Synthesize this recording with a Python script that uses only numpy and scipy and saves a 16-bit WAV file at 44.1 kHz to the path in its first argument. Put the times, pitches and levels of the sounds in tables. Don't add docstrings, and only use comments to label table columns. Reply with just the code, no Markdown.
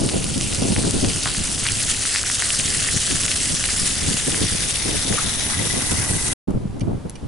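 import sys
import numpy as np
from scipy import signal
from scipy.fft import rfft, irfft
from scipy.io import wavfile
from scipy.ndimage import uniform_filter1d

SR = 44100
rng = np.random.default_rng(int(sys.argv[2]) if len(sys.argv) > 2 else 0)


def wrap_up_sound(samples):
    columns = np.atleast_2d(samples).T
    tamed = np.clip(columns, -1, 1)
    steps = np.round(tamed * 32767).astype(np.int16)
    wavfile.write(sys.argv[1], SR, steps)


N = 320780
T = np.arange(N) / SR
CUT_S, RESUME_S = 6.333, 6.476


def gain_of(db):
    return 10 ** (np.asarray(db) / 20)


def evened(x):
    return x / np.sqrt(np.mean(x ** 2) + 1e-20)


def read(points, hz):
    f, value = np.transpose(points)
    return np.interp(np.log(hz + 1), np.log(abs(f) + 1), value)


def curve(rows, t):
    return np.interp(t, *np.transpose(rows))


def add(mix, s, sound):
    part = mix[:, max(round(s * SR), 0):][:, :sound.shape[1]]
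    part += sound[:, :part.shape[1]]


def coloured(x, points):
    hz = np.fft.rfftfreq(x.shape[-1], 1 / SR)
    return irfft(rfft(x) * gain_of(read(points, hz)), x.shape[-1])


def wander(hz):
    slow = T[::32]
    f = np.fft.rfftfreq(len(slow), slow[1])
    noise = rfft(rng.standard_normal(len(slow)))
    return np.interp(T, slow, evened(irfft(noise / (1 + (f / hz) ** 2), len(slow))))


def pair(z, same):
    same = np.clip(same, -.99, .99)
    mid, side = np.sqrt(1 + same) * z[0], np.sqrt(1 - same) * z[1]
    return np.array([mid + side, mid - side])


def leaning(lean_db):
    return gain_of(np.array([[lean_db], [-lean_db]]) / 2)


def tick(hz, cycles, size=512):
    t = np.arange(size) / SR
    u = t * hz / cycles
    return u * np.exp(1 - u) * np.sin(2 * np.pi * (hz * t + rng.random()))


def splinter(decay_s, size=512):
    return rng.standard_normal(size) * np.exp(-np.arange(size) / SR / decay_s)


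def ringing(x, hz, width_hz):
    pole = np.exp((2j * np.pi * hz - np.pi * abs(width_hz)) / SR)
    return signal.lfilter([1], np.poly([pole, pole]), x).real


# f/Hz, density/dB per Hz
STREET = [(15, -5), (31, -14.5), (45, -4), (75, -7), (180, -28.5), (400, -18), (800, -20.5), (1500, -29.5),
          (3500, -34), (7500, -38.5), (10500, -37)]
# f/Hz, mean level/dB
ENGINES = [(31, -48.5), (91.5, -51.5), (264, -47.5)]


def street(air_db, quiet_spot_db):
    air = gain_of(air_db) * evened(coloured(pair(rng.standard_normal((2, N)), same=0.53), STREET))
    drone = np.zeros(N)
    for hz, db in ENGINES:
        phase = 2 * np.pi * np.cumsum(hz + 1.29 * wander(hz=6.8)) / SR
        drone += gain_of(db + 4.0 * wander(hz=15.0)) * np.sin(phase)
    return np.where(T < CUT_S, air + drone, gain_of(quiet_spot_db) * air)


# t/s, level/dB
BREEZE = [(0, -23.5), (0.45, -24.5), (1.12, -25.5), (1.24, -30.5), (1.9, -31.5), (2.2, -39), (2.9, -32),
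          (4.7, -32.5), (6.2, -29), (6.72, -28), (7.15, -37.5)]
# start t/s, length/s, level/dB, tilt toward higher eddies/dB per octave
GUSTS = [(0.0, 0.086, -24.5, 4.5), (0.111, 0.058, -24.5, 10.5), (0.621, 0.062, -21, 6),
         (0.701, 0.033, -21.5, 3.5), (0.77, 0.13, -22.5, 4.5), (0.933, 0.055, -22.5, 2),
         (1.024, 0.054, -20.5, 2.5), (1.387, 0.028, -25.5, -3.5), (1.63, 0.21, -35, -7.5),
         (2.553, 0.25, -35, 3), (2.944, 0.016, -22, -0.5), (3.095, 0.054, -27, 2.5), (3.17, 0.14, -31.5, 1),
         (3.504, 0.04, -25.5, 0.5), (3.63, 0.023, -30, -4), (3.817, 0.027, -27.5, 0),
         (4.019, 0.13, -26.5, 1), (4.273, 0.019, -24, 5.5), (4.327, 0.1, -26.5, 6),
         (4.417, 0.04, -21, -0.5), (4.526, 0.03, -27, 1), (4.852, 0.11, -26, 5.5),
         (4.971, 0.016, -23.5, -7), (5.051, 0.026, -25.5, 3.5), (5.103, 0.031, -22, 4),
         (5.244, 0.032, -24.5, -1), (5.6, 0.067, -27, 5.5), (5.736, 0.047, -24.5, 3.5),
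         (5.91, 0.028, -23, 1), (5.943, 0.094, -27.5, -3), (6.096, 0.066, -22, -0.5),
         (6.471, 0.045, -24, 2), (6.539, 0.029, -19, -1), (6.683, 0.037, -26, -8), (6.776, 0.05, -26, 1.5),
         (6.818, 0.054, -20.5, -2), (6.881, 0.049, -23, 3), (6.932, 0.045, -23, -1.5),
         (7.054, 0.019, -27.5, 1.5), (7.234, 0.02, -24, -3)]
GUST_RISE_S, GUST_FALL_S = 0.0098, 0.022


def wind_strength():
    power, tilted = gain_of(curve(BREEZE, T)) ** 2, np.zeros(N)
    for start, length, db, tilt in GUSTS:
        end = start + length
        shape = np.interp(T, [start - GUST_RISE_S, start, end, end + GUST_FALL_S], [0, 1, 1, 0])
        gust = (gain_of(db) * shape) ** 2
        power, tilted = power + gust, tilted + tilt * gust
    return 10 * np.log10(power), tilted / power


# f/Hz, density/dB per Hz
BUFFET = [(20, -1), (43, -14.5), (75, 2), (129, 0), (244, -3.5), (340, -7.5), (460, -12.5), (700, -18.5),
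          (1000, -27), (1600, -37.5), (3000, -71.5)]
# f/Hz, likeness (-1 to 1)
SAME_WIND = [(60, 0.94), (130, 0.51), (260, -0.015), (560, -0.31), (1200, -0.12)]


def wind(breeze_tilt_db, lump_db):
    level_db, tilt_db = wind_strength()
    hz, t, z = signal.stft(rng.standard_normal((2, N)), SR, nperseg=1024)
    octaves = np.log2(np.clip(hz, 70, 450) / 150)[:, None]
    tilt = np.interp(t, T, tilt_db) + breeze_tilt_db
    colour = gain_of(read(BUFFET, hz)[:, None] + octaves * tilt)
    z = pair(z, read(SAME_WIND, hz)[:, None]) * colour / np.linalg.norm(colour, axis=0)
    lumps = gain_of(lump_db * np.tanh(wander(hz=45.0)))
    return evened(signal.istft(z, SR, nperseg=1024)[1][:, :N] * lumps) * gain_of(level_db)


# t/s, peak level before the mix gain/dB, f/Hz
THUMPS = [(0.011, -9, 108), (0.16, -8, 170), (1.264, -17, 146), (1.406, -17, 137), (2.965, -15, 134),
          (3.536, -10, 145), (5.112, -22, 260), (6.486, -5, 218), (6.562, -9, 154), (6.656, -10, 168),
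          (6.834, -10.5, 126), (7.059, -19, 170)]


def thumps(cycles, stray):
    out = np.zeros((2, N))
    for s, db, hz in THUMPS:
        shove = tick(hz, cycles, size=3000)
        own = stray * tick(hz, cycles, size=3000)
        add(out, s - cycles / hz, gain_of(db) * np.array([shove + own, shove - own]))
    return out


# t/s, level before the envelope/dB, 60 dB decay time/s
ICE = [(6.505, -28, 0.021), (6.796, -24, .01), (7.0962, -14.5, 0.0089), (7.1046, -21.5, 0.0081)]
# f/Hz, level/dB
ICE_COLOUR = [(1200, -12), (2200, -6), (4500, -8), (7000, -1), (8800, -3), (10500, 0.5)]


def ice():
    out, t = np.zeros((2, N)), np.arange(4096) / SR
    for s, db, t60 in ICE:
        burst = evened(coloured(pair(rng.standard_normal((2, len(t))), same=0.6), ICE_COLOUR))
        attack = 1 - np.exp(-12 * t / t60)
        add(out, s, burst * gain_of(db - 60 * t / t60) * attack)
    return out


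# t/s, peak level before the lean/dB
CLACKS = [(6.806, -27), (7.153, -29.5)]
# f/Hz, width/Hz, relative level/dB
CLACK_MODES = [(2390, 110, -2.5), (2980, 1200, 1.5), (4550, 850, -1.5), (5700, 680, -0.5), (9000, 670, -2),
               (9900, 1200, -7.5)]


def clacks(rattle_s, lean_db):
    out, t = np.zeros((2, N)), np.arange(4096) / SR
    for s, db in CLACKS:
        envelope = t / rattle_s * np.exp(-t / rattle_s)
        rattle = pair(rng.standard_normal((2, len(t))), same=0.6) * envelope
        ring = sum(gain_of(mode_db) * evened(ringing(rattle, hz, width))
                   for hz, width, mode_db in CLACK_MODES)
        add(out, s, gain_of(db) * ring / abs(ring).max())
    return out * leaning(lean_db)


# t/s, level before the envelope/dB, f/Hz, length/s, width as a share of f
CRUNCHES = [(1.254, -31, 1250, 0.053, .8), (1.647, -30.5, 2350, 0.082, 0.61),
            (2.886, -23, 1790, 0.011, 0.73), (5.127, -29, 555, 0.048, 0.78),
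            (5.173, -28.5, 1330, 0.041, 0.32), (5.189, -36, 1260, 0.025, .35)]


def crunches(grains_per_s):
    out = np.zeros((2, N))
    for s, db, hz, length, width in CRUNCHES:
        u = np.linspace(0, 1, int(length * SR))
        breaking = rng.random(len(u)) < grains_per_s / SR
        crackle = rng.standard_normal((2, len(u))) * breaking
        rasp = evened(ringing(pair(crackle, same=0.7), hz, width * hz))
        add(out, s, gain_of(db) * rasp * np.sin(np.pi * np.sqrt(u)))
    return out


# t/s, peak level before the side gains/dB
SNAPS = [(0.063, -9), (0.2428, -5.5), (0.3796, -9), (0.4112, -6), (0.4501, -13), (0.5477, -6),
         (0.6854, -11), (0.8285, -10), (0.909, -4), (1.0867, -8), (1.1339, -6), (1.2693, -12),
         (1.2777, -16), (1.2995, -25), (1.721, -2), (1.8458, -14), (2.1976, -19), (2.2317, -6),
         (2.726, -15), (3.79, -19), (3.8772, -7), (3.9669, -13), (4.5944, -15), (4.6867, -8), (5.7004, -17),
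         (5.9996, -11)]
# f/Hz, level/dB
SNAP_COLOUR = [(1200, -24), (3500, -12), (5500, -2.5), (9500, 2), (11000, -7), (13000, -40)]


def snaps(decay_s, spread):
    out = np.zeros((2, N))
    for s, db in SNAPS:
        snap = coloured(np.pad(splinter(decay_s), 64), SNAP_COLOUR)
        side = spread * rng.uniform(-1, 1)
        sound = np.outer([1 + side, 1 - side], snap / abs(snap).max())
        add(out, s - abs(snap).argmax() / SR, gain_of(db) * sound)
    return out


# t/s, level of the salt/dB
SPRAY = [(0, -27), (1.05, -24), (1.5, -23.5), (1.9, -22.5), (2.22, -20), (2.38, -21), (3.05, -20.5),
         (3.88, -21.5), (4.02, -22), (5.65, -24), (6.3, -24)]
PLACES_S = [.7, 2.1, 3.6, 4.8, 5.4, 6.1]
LESSER_PER_S, LESSER_DB, LESSER_SPREAD_DB = 5, 1, 1.5
LESSER_HZ, LESSER_OCTAVES, LESSER_CYCLES = 2250, 0.62, 0.67


def lesser_cracks(count=30):
    gap, size, pitch = rng.random((count, 3)).T
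    times = np.cumsum(-np.log(gap)) / LESSER_PER_S
    levels = curve(SPRAY, times) + LESSER_DB + LESSER_SPREAD_DB * (2 * size - 1)
    pitches = LESSER_HZ * 2 ** (LESSER_OCTAVES * (2 * pitch - 1))
    return [(s, db, hz, LESSER_CYCLES) for s, db, hz in zip(times, levels, pitches) if s < PLACES_S[3]]


# t/s, peak level before colour and lean/dB, f/Hz, ring/cycles
CRACKS = [(0.0903, -10, 3150, 0.38), (0.0974, -8.5, 3100, 0.24), (0.243, -17.5, 2520, 0.62),
          (0.411, -14, 2870, .5), (0.528, -15.5, 2700, 0.55), (0.7638, -9.5, 2180, 0.46),
          (1.047, -6.5, 2780, 0.25), (1.2581, -7.5, 1600, 0.29), (1.2598, -18, 660, 0.4),
          (1.2687, -17, 1110, 0.34), (1.2753, -11, 2100, 0.29), (1.349, -14.5, 1880, 0.41),
          (1.3925, -17, 2800, 0.45), (1.481, -17.5, 2200, 0.5), (1.5795, -19, 2400, 0.46),
          (1.655, -13.5, 2250, 0.45), (1.6605, -12.5, 1714, 0.23), (1.6663, -8, 2050, 0.48),
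          (1.6684, -10, 4400, 0.67), (1.687, -18, 1910, 0.27), (1.688, -10, 2850, 1),
          (1.7078, -15, 2600, 0.45), (2.054, -12, 1800, 0.4), (2.1504, -14, 1980, 0.34),
          (2.16, -5.5, 2300, 0.41), (2.194, -14.5, 2660, 0.67), (2.3, -9, 1740, 0.29),
          (2.4228, -8, 1900, 0.37), (2.5047, -8, 2900, 0.98), (2.5984, -8, 2770, 0.54),
          (2.843, -17, 1950, 0.49), (2.892, -17, 2200, 0.45), (3.112, -10, 2790, 0.65),
          (3.2352, -9.5, 2900, 0.5), (3.254, -12.5, 2100, 0.38), (3.2814, -10, 2800, 0.6),
          (3.3162, -6.5, 2900, 0.39), (3.6405, -8, 2240, 0.41), (3.6897, -14, 1980, 0.53),
          (4.13, -18, 3350, 1), (4.17, -9, 2500, 0.24), (4.321, -10.5, 3300, 0.63),
          (4.3453, -12.5, 1790, 0.56), (5.126, -15, 1850, 0.69), (5.1837, -16, 1346, 0.7)]
# f/Hz, level/dB
CRACK_COLOUR = [(300, -25), (750, -0.5), (1300, 1), (3200, -0.5), (4800, 4.5), (8000, -6)]


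def cracks(lean_db):
    out = np.zeros((2, N))
    for s, db, hz, cycles in CRACKS + lesser_cracks():
        snap = gain_of(db) * tick(hz, cycles)
        add(out, s - cycles / hz, np.array([snap, snap]))
    return coloured(out, CRACK_COLOUR) * leaning(lean_db)


# t/s, level/dB
RING = [(3.0, -58), (5.38, -60), (5.5, -42), (6.0, -46.5), (6.3, -42.5)]
# f/Hz, width/Hz, relative level/dB
SPINNER_MODES = [(1677, 99, -5.5), (1987, 110, 3), (3720, 220, -10)]


def spinner(per_s, struck_s, uneven, burst, between, lean_db, vary_db, waver):
    turns = per_s * (T - struck_s) + uneven * wander(hz=4.5)
    strength = (between + np.exp(-(turns % 1) / burst)) * gain_of(vary_db * wander(hz=12))
    rattle = pair(rng.standard_normal((2, N)), same=0.65) * strength
    ring = sum(gain_of(db) * evened(ringing(rattle, hz, width)) for hz, width, db in SPINNER_MODES)
    bent = T + waver * wander(hz=8.2) / (2 * np.pi * per_s)
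    ring = np.array([np.interp(bent, T, side) for side in ring])
    return ring * gain_of(curve(RING, T)) * leaning(lean_db)


def patter(grains, per_s, spread_db, largest):
    out = np.zeros((2, N))
    for grain in grains:
        at, size, chance, angle = rng.random((4, 3000))
        lands = chance < per_s * T[-1] / len(grains) / len(at)
        size = gain_of(spread_db * np.minimum(-np.log(size), largest)) * lands
        hits = [np.bincount((at * N).astype(int), size * share(2 * np.pi * angle), N)
                for share in (np.cos, np.sin)]
        out += signal.oaconvolve(np.array(hits), evened(grain)[None], axes=1)[:, :N]
    return evened(out)


def falling_salt(cycles, break_s, breaking_db, count=32):
    pitches = np.linspace(1100, 11500, count)
    pinging = [tick(hz, cycles * np.sqrt(hz / 5000)) for hz in pitches]
    breaking = [splinter(break_s) for _ in range(count)]
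    pings = patter(pinging, per_s=6000, spread_db=3.0, largest=3.5)
    breaks = patter(breaking, per_s=1200, spread_db=4.0, largest=2.1)
    return evened(pings + gain_of(breaking_db) * breaks)


# t/s, change of level/dB
HANDFULS = [(1.255, 1.5), (1.81, 2.5), (1.9, 4), (2.235, -6.5), (3.87, 2.5), (3.975, -1.5)]
HANDFUL_S = 0.028


def throws(per_s, drift, throb_db, clump_db):
    turns = np.cumsum(per_s * (1 + drift * wander(hz=4.1))) / SR
    surge_db = sum(db * np.exp(-((T - s) / HANDFUL_S) ** 2) for s, db in HANDFULS)
    throb = throb_db * np.cos(2 * np.pi * turns)
    return gain_of(throb + clump_db * wander(hz=62) + surge_db)


def patches(frames, bins, size=9):
    field = rng.standard_normal((frames, bins))
    for axis in (0, 1, 0, 1):
        field = uniform_filter1d(field, size, axis)
    return evened(field).T


# f/Hz, density/dB per Hz
AHEAD = [(530, -17), (900, -21), (1490, -6.5), (1550, -12), (1950, -9.5), (2190, -8.5), (2820, -2),
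         (3480, -5), (4760, -2.5), (6250, -4), (9020, -0.5), (10100, -0.5), (11000, -11.5), (14300, -42.5),
         (22000, -120)]
CLOSE = [(470, -42), (800, -32), (1160, -9.5), (1650, -3), (1940, -1.5), (2370, -5.5), (2790, -1),
         (3970, -2.5), (4890, 0), (6290, 0), (9130, 2.5), (10100, 2), (11000, -7), (14300, -53.5),
         (22000, -120)]
PASSED = [(470, -30), (800, -11), (1040, -17.5), (1280, -9.5), (1370, -11), (2030, -5.5), (2420, -7),
          (3220, -6), (3590, -2), (4010, -6.5), (5700, -3.5), (7250, -6.5), (8200, -3.5), (10300, -2),
          (11000, -5), (14300, -45), (22000, -120)]
LEAVING = [(470, -25), (800, -8), (1150, -10.5), (2000, -5.5), (2700, -8), (3600, -1.5), (4400, -7.5),
           (5750, -2), (7300, -7), (8500, -5), (10300, 0), (11000, -4), (14300, -46), (22000, -120)]
BEHIND = [(470, -25), (800, -9.5), (903, -10), (1150, -13), (1630, -7.5), (1740, -15.5), (1990, -2),
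          (2170, -11.5), (2790, -9), (3080, -11), (4680, -10.5), (6220, -5), (7170, -7), (8700, -1.5),
          (9860, -2), (11000, -3.5), (14300, -43.5), (22000, -120)]
# f/Hz, likeness (-1 to 1)
SAME_FRONT = [(1000, 0.55), (3500, 0.87), (6500, 0.95), (9500, 0.84)]
SAME_BEHIND = [(1000, 0.36), (2000, 0.44), (3500, 0.23), (6500, 0.13), (9500, 0.84)]
# f/Hz, left-right level difference/dB
LEAN_FRONT = [(1500, -0.5), (3500, -2.5), (6500, 1.6), (9500, 1)]
LEAN_BEHIND = [(900, 7.5), (2000, 5.5), (3800, 9.5), (6500, 1.5), (9500, -2.5)]


def spray(patchy_db):
    behind = curve([(3.2, 0.18), (4.6, 0.51), (5.7, 0.92)], T)
    grains = falling_salt(cycles=1.15, break_s=0.0003, breaking_db=-3.0)
    bounces = gain_of(-4.0 + 5.8 * behind) * rng.standard_normal((2, N))
    flow = throws(per_s=18, drift=0.181, throb_db=1.0, clump_db=1.0)
    hz, t, z = signal.stft((grains + bounces) * flow, SR, nperseg=512)
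    z /= np.sqrt(uniform_filter1d(np.mean(abs(z) ** 2, (0, 2)), 5))[:, None]

    nearness = np.array([np.interp(t, PLACES_S, w) for w in np.eye(len(PLACES_S))])
    spectra = [read(c, hz) for c in (AHEAD, CLOSE, CLOSE, PASSED, LEAVING, BEHIND)]
    colour_db = np.transpose(spectra) @ nearness + patchy_db * patches(len(t), len(hz))
    colour = gain_of(colour_db) / np.linalg.norm(gain_of(colour_db), axis=0)

    turn = np.interp(t, T, behind)
    same = np.outer(read(SAME_FRONT, hz), 1 - turn) + np.outer(read(SAME_BEHIND, hz), turn)
    lean_db = np.outer(read(LEAN_FRONT, hz), 1 - turn) + np.outer(read(LEAN_BEHIND, hz), turn)
    z = pair(z, same) * colour * gain_of(np.array([lean_db, -lean_db]) / 2)
    return evened(signal.istft(z, SR, nperseg=512)[1][:, :N]) * gain_of(curve(SPRAY, T))


def scene():
    background = street(air_db=-35.5, quiet_spot_db=-5.5) + ice() + clacks(rattle_s=0.0036, lean_db=-3)
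    buffeting = wind(breeze_tilt_db=-0.7, lump_db=4.0) + gain_of(-4.5) * thumps(cycles=0.482, stray=0.52)
    coarse = crunches(grains_per_s=1800) + cracks(lean_db=3.0) + snaps(decay_s=0.00014, spread=0.3)
    pinging = spinner(per_s=20.0, struck_s=5.992, uneven=0.11, burst=0.25, between=0.07,
                      lean_db=10.5, vary_db=2.5, waver=0.022)
    salt = (spray(patchy_db=1.0) + pinging) * (T < CUT_S)
    return background + buffeting + coarse + salt


EDGE_HZ = 11130


def record(dry):
    running = uniform_filter1d(((T < CUT_S) | (T > RESUME_S)) * 1., size=200)
    lowpass = signal.firwin(701, EDGE_HZ, window=("kaiser", 8), fs=SR)
    return signal.oaconvolve(dry * running, lowpass[None], "same")


dry = scene()
out = record(dry)
wrap_up_sound(out)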